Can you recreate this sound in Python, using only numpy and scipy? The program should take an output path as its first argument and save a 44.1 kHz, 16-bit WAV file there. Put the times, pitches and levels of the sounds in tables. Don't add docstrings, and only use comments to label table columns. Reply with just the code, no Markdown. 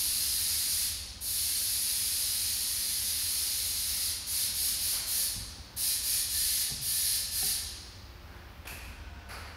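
import sys
import numpy as np
from scipy import signal
from scipy.fft import rfft, irfft
from scipy.io import wavfile

SR = 44100
rng = np.random.default_rng(int(sys.argv[2]) if len(sys.argv) > 2 else 0)


def store_pcm(level_fs):
    pcm = np.round(np.clip(level_fs, -1, 1) * 32767).astype(np.int16)
    wavfile.write(sys.argv[1], SR, np.atleast_2d(pcm).T)


N = 421596
LEAD = SR // 2

# valve opening, valve shutting and squeeze time in seconds, flow level in dB,
# its ramp over the pull in dB, aim as treble tilt in dB per octave, whistle against the jet in dB.
TRIGGER_PULLS = [(-.5, 0.86, .03, -30, 1, 1, -55), (1.205, 4.094, 0.061, -31, 1.5, 1, -46),
                 (4.262, 4.457, .02, -30, 0.8, 0.5, -34), (4.538, 4.718, .02, -29.5, 0.7, 1, -29),
                 (4.785, 4.953, .02, -29, -0.7, 0.5, -40), (5.06, 5.248, .02, -29, .3, 2, -28.5),
                 (5.762, 5.935, 0.018, -29, -0.6, 1.5, -26.5), (6.026, 6.2, .02, -28.5, -0.9, 1, -29),
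                 (6.292, 6.633, 0.036, -28, -0.5, 0.8, -26), (6.81, 7.177, .04, -29, -0.2, 1, -28.5),
                 (7.31, 7.521, 0.045, -29, 0.8, 0.6, -25)]
# frequency in Hz, spectral level in dB.
JET_SPECTRUM = [(500, -35), (900, -28.5), (1420, -18.5), (1750, -13.5), (3100, -9), (3700, -5.5),
                (4200, 0.5), (5080, -0.5), (5940, -6), (6680, -4.5), (7620, -12.5), (9380, -1),
                (10800, 0.5), (12500, -5), (15800, -14.5)]
# frequency in Hz, time to fall 60 dB in seconds.
HALL_DECAY = [(100, 1.4), (500, 1.5), (1500, 1.09), (3000, 1.48), (5000, 1.35), (8000, 0.91), (11000, 0.66),
              (15000, 0.4)]
# start in seconds, level in dB, rattle time in seconds, tilt in dB per octave,
# low ring in Hz, its boost in dB, high ring in Hz, its boost in dB.
CLACK_HITS = [(4.925, -49, 0.019, 1, 1750, -3, 4500, 2), (8.27, -57, 0.034, -2.5, 1560, 6, 4500, 6),
              (8.652, -51.5, 0.0069, -2.5, 3350, 15, 10000, 15), (8.670, -46, 0.006, 5, 2580, 10, 11400, 1),
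              (9.288, -52.5, 0.007, 0, 10500, 11, 14800, 9), (9.3, -46.5, 0.014, 0, 1340, 3, 4670, 6.5)]
# frequency in Hz, spectral level in dB.
CLACK_SPECTRUM = [(180, -12), (300, -5), (572, -3), (721, -0.5), (1070, -1.5), (1310, 0), (1980, -0.5),
                  (2490, -2), (3520, -14), (4370, -8), (7660, -20), (11600, -17), (15600, -28)]
# start in seconds, level in dB, hardness as tilt in dB per octave,
# pitch factor for the spot that is hit.
BENCH_HITS = [(5.362, -34, -4.5, 0.8), (5.406, -33, -10, 0.74), (5.583, -47, 0, 1.01),
              (5.7, -44.5, -0.5, 0.95), (6.699, -50, 3, 0.95), (6.71, -35, -2, 1.06),
              (6.743, -37, -5, 1.04), (6.8, -42, -3, 0.95), (7.426, -47.5, 5.5, 0.99),
              (7.446, -42, 0, 1.01), (8.718, -42, -1, 0.93), (9.321, -53, 4, 1.07)]
# frequency in Hz, level in dB, time to fall 60 dB in seconds.
BENCH_MODES = [(71, -5.5, 0.2), (131.5, 0.5, 0.19), (214, -5.5, 0.15), (407, -11, 0.13), (774, -6.5, 0.062)]
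# frequency in Hz, spectral level in dB.
WASH_SPECTRUM = [(53, -19), (90, 5.5), (117, -33), (148, -13), (238, -13), (352, -17.5), (383, -20),
                 (566, -17), (658, -21.5), (766, -17), (1430, -19), (2360, -22), (5250, -28), (7580, -40.5),
                 (15800, -35)]
# time in seconds, wash level in dB, drone level in dB,
# extra body on the wash at 180-340 Hz in dB.
MACHINE_SWELLS = [(0.0, -51.5, -48, 3), (0.69, -52.5, -54, 2.5), (0.93, -53, -48, 2), (1.62, -53, -54, 2),
                  (4.79, -51, -52, 1.5), (5.03, -51.5, -53.5, 0), (5.46, -51, -49.5, 2.5),
                  (5.93, -51, -53.5, 1.5), (6.5, -52.5, -48, 1), (6.84, -54, -57, 1.5),
                  (7.37, -52, -49.5, 0), (8.49, -51, -51.5, 1), (8.89, -51, -46.5, 2),
                  (9.56, -49.5, -50, 0.5)]
# frequency in Hz, width in Hz, relative level in dB.
DRONES = [(41.85, 7.2, -4.5), (58.3, 3.9, -2), (76.7, 3.6, -2.5), (95.2, 8.8, -26)]
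# frequency in Hz, width in Hz, level in dB, on and off times in seconds.
MOTOR_TONES = [(153, 3.9, -74, 7.6, 10), (191.8, 5.2, -70, -1, 10), (352, 6, -67, 7.65, 8.55),
               (576, 9, -72, -1, 10), (700, 6, -64, 8.85, 10), (940, 8, -65, 8.95, 10),
               (1500, 60, -61, 8.85, 10), (11050, 80, -84, 8.22, 8.66), (13450, 70, -77.5, 5, 8.66),
               (15350, 40, -82, 5, 8.66)]

OPEN_S, SHUT_S, WEAK_START_DB = .012, .015, -2.5
SAG_DB, SAG_DB_PER_OCTAVE, SAG_S = -2.5, -0.97, 0.63
WHISTLE_HZ, WHISTLE_WIDTH_HZ = 1760, 45
DIRECT_DB, DIRECT_DB_PER_OCTAVE = -6, 1.8
FIZZ_OFF_S, FIZZ_DROP_DB = 8.7, -4


def air_gun():
    opens, *_, aims, _ = np.transpose(TRIGGER_PULLS)

    def jet_db(hz, t):
        pull = np.maximum(np.searchsorted(opens, t) - 1, 0)
        tilt = aims[pull] + SAG_DB_PER_OCTAVE * pressure_sag(t, opens[pull])
        return curve(JET_SPECTRUM, hz) + tilt * octaves(hz, 8800) + 0.6 * drift(t, top_hz=7.9)

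    jet = unit_rms(shaped_noise(jet_db))
    whistle = wavering_tone(WHISTLE_HZ, WHISTLE_WIDTH_HZ, steady=0)
    t, out = (np.arange(N + LEAD) - LEAD) / SR, np.zeros(N + LEAD)
    for start, end, squeeze_s, flow_db, ramp_db, _, whistle_db in TRIGGER_PULLS:
        valve = np.clip((t - start) / OPEN_S, 0, 1) * np.clip((end - t) / SHUT_S, 0, 1)
        squeeze_db = WEAK_START_DB * np.exp(-abs(t - start) / squeeze_s)
        progress = np.clip((t - start) / (end - start), 0, 1)
        flow = gain(flow_db + squeeze_db + SAG_DB * pressure_sag(t, start) + ramp_db * progress)
        out += valve * flow * (jet + gain(whistle_db) * whistle)
    return out


def pressure_sag(t, start):
    return 1 - np.exp(-np.maximum(t - start, 0) / SAG_S)


def direct_beam(jet, size=2 ** 19):
    beam_db = DIRECT_DB + DIRECT_DB_PER_OCTAVE * octaves(np.fft.rfftfreq(size, 1 / SR), 8000)
    return irfft(rfft(jet, size) * gain(beam_db))[:len(jet)]


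def hall(send, hop=SR // 4, patterns=14):
    hz, t, spectra = signal.stft(rng.standard_normal((patterns, SR)), SR, nperseg=256)
    t60 = curve(HALL_DECAY, hz)[:, None]
    tails = signal.istft(spectra * gain(-60 * t / t60) / np.sqrt(t60), SR, nperseg=256)[1]
    tails *= np.clip(np.arange(tails.shape[1]) / SR / 0.02, 0, 1)
    tails /= np.sqrt((tails ** 2).sum(1).mean())
    padded, out = np.pad(send, (hop, 2 * hop)), np.zeros(len(send) + 5 * SR)
    crossfade = np.sin(np.pi * np.arange(2 * hop) / (2 * hop))
    for k, start in enumerate(range(0, len(send) + hop, hop)):
        wet = signal.fftconvolve(padded[start:start + 2 * hop] * crossfade, tails[k % patterns])
        out[start:start + len(wet)] += wet
    return out[hop:][:len(send)]


def metal_clacks(size=8192):
    out, t, hz = np.zeros(N + LEAD), np.arange(size) / SR, np.fft.rfftfreq(size, 1 / SR)
    for start, level_db, rattle_s, tilt, low_hz, low_db, high_hz, high_db in CLACK_HITS:
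        colour_db = curve(CLACK_SPECTRUM, hz) + tilt * octaves(hz, 2000)
        for ring_hz, ring_db in (low_hz, low_db), (high_hz, high_db):
            colour_db += ring_db / (1 + ((hz / ring_hz - 1) / .09) ** 4)
        burst = rfft(rng.standard_normal(size) * t * np.exp(-t / rattle_s))
        rattle = unit_rms(irfft(burst / abs(burst) * gain(colour_db)))
        slot = out[LEAD + round(start * SR):][:size]
        slot += gain(level_db) * rattle[:len(slot)]
    return out


def bench_thumps():
    out, t = np.zeros(N + LEAD), np.arange(SR // 5) / SR
    soft_attack = np.clip(t / 0.003, 0, 1)
    for start, level_db, hardness, pitch in BENCH_HITS:
        ring = sum(gain(db + hardness * octaves(hz, 96) - 60 * t / t60)
                   * np.sin(2 * np.pi * hz * pitch * t) for hz, db, t60 in BENCH_MODES)
        out[LEAD + round(start * SR):][:len(t)] += gain(level_db) * ring * soft_attack
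    return out


def machines():
    times, wash_db, drone_db, body_db = np.transpose(MACHINE_SWELLS)

    def colour_db(hz, t):
        body = np.interp(t, times, body_db) * (hz > 180) * (hz < 340)
        return curve(WASH_SPECTRUM, hz) + body + FIZZ_DROP_DB * (hz > 9000) * (t > FIZZ_OFF_S)

    t = (np.arange(N + LEAD) - LEAD) / SR
    wash = unit_rms(shaped_noise(colour_db, size=2048))
    drones = unit_rms(sum(gain(db) * wavering_tone(hz, width, steady=0.72) for hz, width, db in DRONES))
    out = gain(np.interp(t, times, wash_db)) * wash + gain(np.interp(t, times, drone_db)) * drones
    for hz, width, db, start, end in MOTOR_TONES:
        fade = np.clip(np.minimum(t - start, end - t) / 0.051, 0, 1)
        out += gain(db) * wavering_tone(hz, width, steady=0.7) * fade
    return out


def shaped_noise(shape_db, size=1024):
    hz = np.fft.rfftfreq(size, 1 / SR)[:, None]
    t = (np.arange(4 * (N + LEAD) // size + 5) * size / 4 - LEAD) / SR
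    real, imag = rng.standard_normal((len(t), len(hz), 2)).T
    spectra = (real + 1j * imag) * gain(shape_db(hz, t))
    return signal.istft(spectra, nperseg=size, noverlap=size * 3 // 4)[1][:N + LEAD]


def wavering_tone(hz, width_hz, steady):
    samples, step = np.arange(N + LEAD), 64
    pole = np.exp(-np.pi * width_hz * step / SR)
    waver = signal.lfilter([1], [1, -pole], rng.standard_normal((N // 32, 2)) @ [1, 1j])[-N // 48:]
    waver = np.interp(samples / step, np.arange(len(waver)), waver / abs(waver) ** steady)
    return unit_rms(abs(waver) * np.cos(np.angle(waver) + 2 * np.pi * hz * samples / SR))


def drift(t, top_hz):
    rates = np.geomspace(.2, top_hz, num=24)
    return unit_rms(sum(np.sin(2 * np.pi * (hz * t + rng.random())) / np.sqrt(hz) for hz in rates))


def curve(points, hz):
    point_hz, values = np.transpose(points)
    return np.interp(np.log(hz + 1), np.log(point_hz + 1), values)


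def octaves(hz, centre_hz):
    return np.log2((hz + 20) / centre_hz)


def gain(db):
    return 10 ** (np.asarray(db) / 20)


def unit_rms(x):
    return x / np.sqrt(np.mean(x ** 2) + 1e-20)


def scene():
    jet, clacks, thumps = air_gun(), metal_clacks(), bench_thumps()
    direct = direct_beam(jet) + gain(-5.5) * clacks + thumps
    mix = direct + hall(jet + clacks + gain(-6.5) * thumps) + machines()
    return np.tile(mix[LEAD:], (2, 1))


def record(dry, low_cut_hz=32, high_cut_hz=15740):
    thinned = signal.sosfilt(signal.butter(4, low_cut_hz, "highpass", fs=SR, output="sos"), dry)
    high_cut = signal.firwin(1023, high_cut_hz, window=("kaiser", 9), fs=SR)
    return signal.oaconvolve(thinned, high_cut[None], "same")


dry = scene()
out = record(dry)
store_pcm(out)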